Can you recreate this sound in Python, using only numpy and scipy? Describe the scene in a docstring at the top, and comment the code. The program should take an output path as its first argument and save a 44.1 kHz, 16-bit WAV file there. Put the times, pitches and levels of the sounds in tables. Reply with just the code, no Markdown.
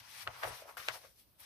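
"""Turning a book page

A hand lifts a book page, turns it over and smooths it flat on a table in a quiet room.
Skin and paper slide with a fine hiss, made of dense random clicks shaped in third-octave bands.
The bending sheet crackles and snaps: clicks set short rings going, and the pages below ring along.
The table top booms faintly from noise-driven modes; a short room echo and a steady background surround it."""
import sys
import numpy as np
from scipy import signal
from scipy.io import wavfile
from scipy.ndimage import uniform_filter1d

SR = 44100
rng = np.random.default_rng(int(sys.argv[2]) if len(sys.argv) > 2 else 0)


def transcribe(signal):
    """Save signal, clipped to [-1, 1], as a 16-bit WAV file at the path in sys.argv[1]."""
    frames = np.atleast_2d(signal).T
    limited = np.clip(frames, -1, 1)
    pcm = np.round(limited * 32767).astype(np.int16)
    wavfile.write(sys.argv[1], SR, pcm)


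def boost_factor(decibels):
    """Convert a level in decibels to a linear amplitude factor."""
    exponent = np.asarray(decibels, float) / 20
    return 10 ** exponent


N = 63945

# room and microphone background: f/Hz, level/dB per Hz (relative)
BACKGROUND_COLOUR = [(20, -33), (30, -25.5), (55, -5), (110, -5.5), (160, -13), (250, -13.5), (400, -18),
                     (620, -18.5), (1000, -21.5), (2000, -32), (4000, -28.5), (7000, -37), (11000, -25.5),
                     (16000, -18)]
# background likeness of left and right: f/Hz, likeness (1 = identical)
BACKGROUND_LIKENESS = [(25, 0.38), (60, 0.34), (150, 0.61), (300, 0.35), (1000, 0.14), (15000, 0.036)]
# sliding: t/s, level/dB (of the untilted hiss above 3.5 kHz), left-right/dB (reduced in the treble),
# low tilt/dB per octave below 4 kHz, treble tilt/dB per octave above 6 kHz
SLIDE_MOVES = [(0, -54, 5.5, -0.2, -2), (.022, -63, 7, 1, -5.5), (.1, -56.5, 7.5, -1.7, -0.3),
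               (.228, -48.5, 7.5, -2, -0.5), (.246, -62, 7.5, 1, 5.5), (.3, -64, 9, 7.5, -3.5),
               (.335, -57.5, 3, 0, -5.5), (.41, -57, 0.5, 3.5, 3.5), (.44, -53, 6, 7.5, 2.8),
               (.49, -50, 5.5, 0.5, 3), (.512, -53.5, 5, 4, -4), (.55, -52.5, 6, 0.1, -0.7),
               (.62, -57, 3.5, -0.2, 0.5), (.652, -67.5, 0.5, 4, -0.5), (.696, -61.5, 4, -1, 6),
               (.766, -70, 3, -2, 2.5), (.771, -52.5, 6.5, -3, 8), (.83, -54.5, 6.5, -1, 0.5),
               (.875, -52.5, 7, -7, -2), (.91, -54, 7.5, -3, -6), (.946, -48, 5, -2.2, -1.1),
               (.975, -58, 8, -1, 2.5), (1.002, -63.5, 5.5, -2.5, 2), (1.05, -61.5, 4, 0.5, 0),
               (1.15, -75.5, 5.5, -9, 5), (1.198, -64, 3.5, -6.5, 5), (1.258, -77, 1.5, -7.5, 1.5),
               (1.374, -81, 3.5, 0, 2), (1.402, -62.5, 5.5, 0.4, 12.5), (1.45, -58, 6.5, -1, .1)]
# hiss of skin on paper before tilting: f/Hz, level/dB per Hz (relative)
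SLIDE_SPECTRUM = [(180, -58), (300, -60), (543, -7.5), (900, -2), (1490, -1.5), (2400, -1.5), (3180, -3.5),
                  (4490, -5), (5300, 0), (7140, -13.5), (9000, -7.5), (11700, -7), (14500, -11.5),
                  (18000, -29)]
# sliding likeness of left and right: f/Hz, likeness (1 = identical)
SLIDE_ALIKE = [(300, 0.55), (1000, 0.29), (3000, 0.1), (15000, 0.04)]
# hands working on the table top: t/s, level/dB of its boom
TABLE_PUSHES = [(0.0, -59), (0.06, -87), (0.24, -69.5), (0.292, -53.5), (0.325, -67.5), (0.42, -76),
                (0.46, -54), (0.52, -57), (0.588, -74.5), (0.774, -98), (0.798, -63), (0.85, -88),
                (0.902, -60.5), (1.03, -86)]
# low modes of the table top: f/Hz, level/dB (relative), t60/s of each of two rings in a row
TABLE_RINGS = [(119, 0, .05), (165, -11, .03), (250, -15, .02)]
# bending sheet: t/s, level/dB, centre f/Hz, left-right/dB
FLEX_MOVES = [(.25, -91, 1200, 2.5), (.275, -45, 1200, 14), (.280, -42, 1464, 0), (.3, -64, 806, 0),
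              (.322, -66, 990, -9), (.34, -55.5, 1430, 1), (.425, -62.5, 1000, 9), (.431, -38, 1800, 7.5),
              (.45, -41, 1310, -3), (.459, -51, 1370, 1), (.475, -46, 640, 7), (.52, -54, 730, 3),
              (.558, -65, 970, 10), (.612, -60, 623, 2), (.645, -66, 620, 0), (.672, -58, 805, 4),
              (.694, -50, 1150, 3.5), (.708, -57, 1250, 4), (.766, -70, 1200, 6), (.772, -47.5, 1480, 5),
              (.84, -57.5, 1750, 4.5), (.880, -56, 1650, 6), (.886, -25.5, 2100, 0),
              (.891, -34.5, 1810, 3.5), (.901, -45.5, 1760, 10.5), (.93, -58, 1200, 6),
              (.956, -53, 770, 5.5), (1.0, -73, 780, 8), (1.046, -67.5, 600, 12), (1.075, -76, 557, 2),
              (1.12, -80, 600, 6)]
# buckling snaps: t/s, level/dB (before the partials' own), f/Hz, left-right/dB (held within 6),
# ring/cycles to fall 60 dB, overtone slope/dB per octave
SNAP_EVENTS = [(0.2688, -41.5, 1187, -1, 36, -18), (0.2743, -31.5, 1330, 6, 15.4, 2.5),
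               (0.4304, -36, 1460, 5, 16, 1), (0.4328, -35.5, 1280, -9, 12, 0.5),
               (0.4339, -32, 1660, 1, 17, -9), (.4385, -41, 648, -4, 11.6, -18),
               (0.4434, -35, 1320, -5, 19, -1), (.4474, -39, 660, 3, 18, -4), (.4535, -42, 780, 3, 16, 3),
               (.4720, -44, 720, 3, 18, -2), (.6200, -51, 570, 3, 18, -8), (.6540, -52, 630, 4, 18, -8),
               (.6790, -54, 780, 1.5, 16, -6), (.6900, -47, 1000, 2.5, 16, -3),
               (.6945, -47, 1400, 2.5, 14, -6), (.7030, -56, 1240, 6, 21, -13),
               (0.7696, -41.5, 1360, 4, 30, -1.5), (.8000, -48, 1370, 0, 28, 8),
               (0.8825, -38, 1150, 6, 6.6, 5.5), (.8842, -37, 1530, 3, 8, 1.5),
               (.8859, -30, 1400, 2, 8, -2), (.8877, -35, 2050, 2, 9, 1.5),
               (.9560, -50.5, 723, -6, 13.7, 3.5), (1.038, -61.5, 750, -1, 12, 3),
               (1.045, -60, 547, 0, 27, 0), (1.068, -69, 533, -4, 15, -20)]
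# partials of a snap: frequency ratio, level/dB
PARTIALS = [(.55, -3.5), (.8, -4.5), (1.01, 7), (1.25, 0.5), (1.7, -9), (2.15, 0), (2.6, 0.5), (3.1, -3.5),
            (3.8, -6.5), (4.6, -23)]
# chance spread of a partial: level/dB, pitch share, phase (in units of PORT_PHASE_RAD),
# delay/s (only for ratios above 1.5)
PARTIAL_SPREAD = [1.5, .03, .3, .0014]
# the pile of pages ringing along: f/Hz, coupling/dB (further scaled by frequency), t60/s
BOOK_RINGS = [(565, -32.5, 0.079), (652.4, -33.5, 0.12), (750, -36.5, 0.063)]

BACKGROUND_DB = -68.5
SLIDE_GRAINS_PER_S, SLIDE_SPREAD_DB, SLIDE_PATCHY_DB = 12000, 2, 1.2
TABLE_SIDE_DB = -9
ROOM_T60_S, WALL_CUT_HZ, ROOM_DB = 0.2, 3100, -15.5
FLEX_PER_S, FLEX_SPREAD_DB = 5000, 2.0
FLEX_CYCLES, FLEX_OCTAVES = 8, 0.51  # ring length to -60 dB; spread of pitch around the centre
SNAP_RISE_S = .00006
SHEET_LOW_HZ = 430
LEFT_LAG_S = .00009
PORT_PHASE_RAD = 1.88  # left-right phase of a ringing patch per unit of chance
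MIC_DIP_HZ, MIC_DIP_WIDE_HZ, MIC_DIP_DB = 6690, 1200, -3.5
TOP_CUT_HZ = 16000
TREBLE_PAN_SHARE = 0.2  # above the dip the ports hear nearly the same balance


def rms_one(x):
    """Scales to an rms of 1."""
    return x / np.sqrt(np.mean(x ** 2) + 1e-20)


def in_time(rows):
    """Draws each column as a line through time."""
    s, *columns = np.transpose(rows)
    return [np.interp(np.arange(N) / SR, s, c) for c in columns]


def at_hz(points, hz):
    """Reads a curve at a frequency, on a log frequency scale."""
    f, values = np.transpose(points)
    return np.interp(np.log(hz), np.log(f), values)


def drift(rate):
    """Slow chance, spread 1: low-passed noise made at every 40th sample."""
    r = np.exp(-80 * np.pi * rate / SR)
    white = rng.standard_normal(N // 40 + 2002)
    slow = signal.lfilter([1], [1, -2 * r, r * r], white)[2000:]
    return np.interp(np.arange(N) / 40, np.arange(len(slow)), rms_one(slow))


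def grains(per_s, spread_db, shape):
    """Random clicks of either sign with a long tail of sizes."""
    size_db = spread_db * np.minimum(rng.exponential(1, shape), 3.5)
    sizes = boost_factor(size_db) * rng.choice([-1, 1], shape)
    return sizes * (rng.random(shape) < per_s / SR)


def ring(clicks, hz, t60, phase=0):
    """A unit click sets a decaying sine of height 1 ringing."""
    r = boost_factor(-60 / (t60 * SR))
    w = 2 * np.pi * min(hz, SR / 3) / SR
    start = [np.sin(phase), r * np.sin(w - phase)]
    return signal.lfilter(start, [1, -2 * r * np.cos(w), r * r], clicks + 1e-18)


def ring_pair(clicks, hz, t60, chance):
    """One patch of sheet, reaching the two ports with a phase of its own."""
    half = PORT_PHASE_RAD * chance / 2
    return np.array([ring(clicks, hz, t60, -half), ring(clicks, hz, t60, half)])


def soften(x, seconds):
    """A contact that takes time: double one-pole low-pass."""
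    r = np.exp(-1 / (seconds * SR))
    return signal.lfilter([(1 - r) ** 2], [1, -2 * r, r * r], x)


def placed(x, pan_db):
    """Left-right balance; the left port hears it a little later."""
    late = np.interp(np.arange(N) - LEFT_LAG_S * SR, np.arange(N), x[0])
    return np.array([late * boost_factor(pan_db / 2), x[1] * boost_factor(-pan_db / 2)])


def banded(white, spectrum, likeness, patchy_db, tilt_db=0, treble_db=0, pan_db=0):
    """Third-octave bands, each with its own level, flicker and left-right likeness."""
    out, power = 0, 0
    edges = 20 * 2 ** np.arange(0, 10.1, 1 / 3)
    for k, (low, high) in enumerate(zip(edges, edges[1:])):
        # neighbouring bands draw on different noise
        band = signal.butter(2, [low, high], "band", fs=SR, output="sos")
        mid, side = signal.sosfilt(band, white[k % 2])
        hz = np.sqrt(low * high)
        alike = np.clip(at_hz(likeness, hz), -1, 1)
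        plain_db = at_hz(spectrum, hz)
        low_tilt = tilt_db * max(np.log2(4000 / hz), 0)
        treble_tilt = treble_db * max(np.log2(hz / 6000), 0)
        pan_share = TREBLE_PAN_SHARE if hz > MIC_DIP_HZ else 1
        balance = boost_factor(np.multiply([[.5], [-.5]], pan_db) * pan_share)
        gain = boost_factor(plain_db + low_tilt + treble_tilt) * balance
        stereo = np.sqrt(1 + alike) * mid + np.sqrt(1 - alike) * side * [[1], [-1]]
        out = out + gain * boost_factor(patchy_db * drift(15)) * stereo
        # a moving low tilt leaves only the bands above 3.5 kHz to set the loudness
        if hz > 3500 or np.ndim(tilt_db) == 0:
            power = power + boost_factor(plain_db) ** 2 * (high - low)
    return out / np.sqrt(4 * power / SR)


def background():
    """Room and microphone background: noise in gently flickering bands."""
    white = rng.standard_normal((2, 2, N))
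    return boost_factor(BACKGROUND_DB) * banded(white, BACKGROUND_COLOUR, BACKGROUND_LIKENESS, patchy_db=1.8)


def slide():
    """Fibres catch and let go thousands of times a second; grip changes the balance of low and high."""
    level_db, pan_db, tilt_db, treble_db = in_time(SLIDE_MOVES)
    fibres = rms_one(grains(SLIDE_GRAINS_PER_S, SLIDE_SPREAD_DB, (2, 2, N)))
    hiss = banded(fibres, SLIDE_SPECTRUM, SLIDE_ALIKE, SLIDE_PATCHY_DB, tilt_db, treble_db, pan_db)
    return hiss * boost_factor(level_db)


def table():
    """Uneven pressure keeps the low modes of the table top humming loosely."""
    (level_db,) = in_time(TABLE_PUSHES)
    push = rng.standard_normal((2, N))
    hum = 0
    for hz, mode_db, t60 in TABLE_RINGS:
        mode = ring(ring(push, hz, t60), hz, t60)
        hum = hum + boost_factor(mode_db) * rms_one(mode)
    # even out the hum's own swells so that the pushes set the level
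    swell = uniform_filter1d(hum ** 2, size=2000) + .3 * np.mean(hum ** 2)
    mid, side = hum / np.sqrt(swell)
    return boost_factor(level_db) * (mid + boost_factor(TABLE_SIDE_DB) * side * [[1], [-1]])


def room(x):
    """Eight feedback delays a side, duller on every round."""
    out = np.zeros((2, N))
    dull = np.exp(-2 * np.pi * WALL_CUT_HZ / SR)
    lags = (rng.uniform(.008, 0.044, 16) * SR).astype(int)
    for k, lag in enumerate(lags):
        loop, state = x.copy(), [0.]
        gain = boost_factor(-60 * lag / SR / ROOM_T60_S)
        for i in range(lag, N, lag):
            back, state = signal.lfilter([gain * (1 - dull)], [1, -dull], loop[i - lag:i], zi=state)
            loop[i:i + lag] += back[:N - i]
        out[k % 2] += (loop - x) * (-1) ** (k // 2)
    return out


def flex():
    """Small buckles ring a few cycles at pitches around a moving centre."""
    level_db, centre_hz, pan_db = in_time(FLEX_MOVES)
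    pitches = np.geomspace(380, 6500, 26)
    clicks = grains(FLEX_PER_S, FLEX_SPREAD_DB, N)
    dealt = rng.integers(0, 26, N)  # which pitch each click sets ringing
    chance = rng.normal(0, 1, 26)
    shares = [np.exp(-.5 * (np.log2(p / centre_hz) / FLEX_OCTAVES) ** 2) for p in pitches]
    power = sum(share ** 2 / p for share, p in zip(shares, pitches))
    t = np.arange(N) / SR
    moving = (t > FLEX_MOVES[0][0]) * (t < FLEX_MOVES[-1][0])
    strength = clicks * moving * boost_factor(level_db) / np.sqrt(power)
    crackle = 0
    for k, p in enumerate(pitches):
        struck = strength * (dealt == k) * shares[k]
        crackle = crackle + ring_pair(struck, p, FLEX_CYCLES / p, chance[k])
    # expected loudness of the rings, so that the level column sets the result
    unit = np.sqrt(np.mean(clicks ** 2) / 26 * FLEX_CYCLES * SR / (4 * np.log(1000)))
    return placed(crackle / unit, pan_db)


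def snaps():
    """Each snap runs across a patch of sheet in a millisecond or two; its partials vary by chance."""
    out = np.zeros((2, N))
    for s, level_db, hz, pan_db, cycles, slope_db in SNAP_EVENTS:
        chance = rng.normal(0, 1, (len(PARTIALS), 4)) * PARTIAL_SPREAD
        snap = 0
        for k, (ratio, partial_db) in enumerate(PARTIALS):
            more_db, detune, phase, delay = chance[k]
            start = int((s + abs(delay) * (ratio > 1.5)) * SR)
            overtone_db = slope_db * max(np.log2(ratio), 0)
            click = np.zeros(N)
            click[start] = (-1) ** k * boost_factor(level_db + partial_db + overtone_db + more_db)
            t60 = cycles / hz / ratio ** 0.1
            snap = snap + ring_pair(click, hz * ratio * (1 + detune), t60, phase)
        out += placed(soften(snap, SNAP_RISE_S), np.clip(pan_db, -6, 6))
    return out


def book(sheet):
    """The pages below take up the sheet's motion and ring along with it."""
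    along = 0
    for hz, coupling_db, t60 in BOOK_RINGS:
        along = along + boost_factor(coupling_db) * ring(sheet, hz, t60) * 2 * np.pi * hz / SR
    return sheet + along


def scene():
    """Paper close to the microphone, with table, room and background; a thin sheet radiates no bass."""
    thin = signal.butter(4, SHEET_LOW_HZ, "high", fs=SR, output="sos")
    paper = signal.sosfilt(thin, slide() + book(flex() + snaps()))
    echo = boost_factor(ROOM_DB) * room(paper.mean(axis=0))
    return paper + table() + echo + background()


def band_limit(x):
    """A steep low-pass at the top of the band."""
    return signal.sosfilt(signal.butter(12, 16410, fs=SR, output="sos"), x)


def record(dry):
    """A dip in the treble, then a steep low-pass that limits the top."""
    b, a = signal.iirpeak(MIC_DIP_HZ, MIC_DIP_HZ / MIC_DIP_WIDE_HZ, SR)
    dipped = dry - (1 - boost_factor(MIC_DIP_DB)) * signal.lfilter(b, a, dry)
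    top_cut = signal.cheby2(12, 60, TOP_CUT_HZ, fs=SR, output="sos")
    finished_mix = signal.sosfilt(top_cut, dipped)
    return band_limit(finished_mix)


dry = scene()
out = record(dry)
transcribe(out)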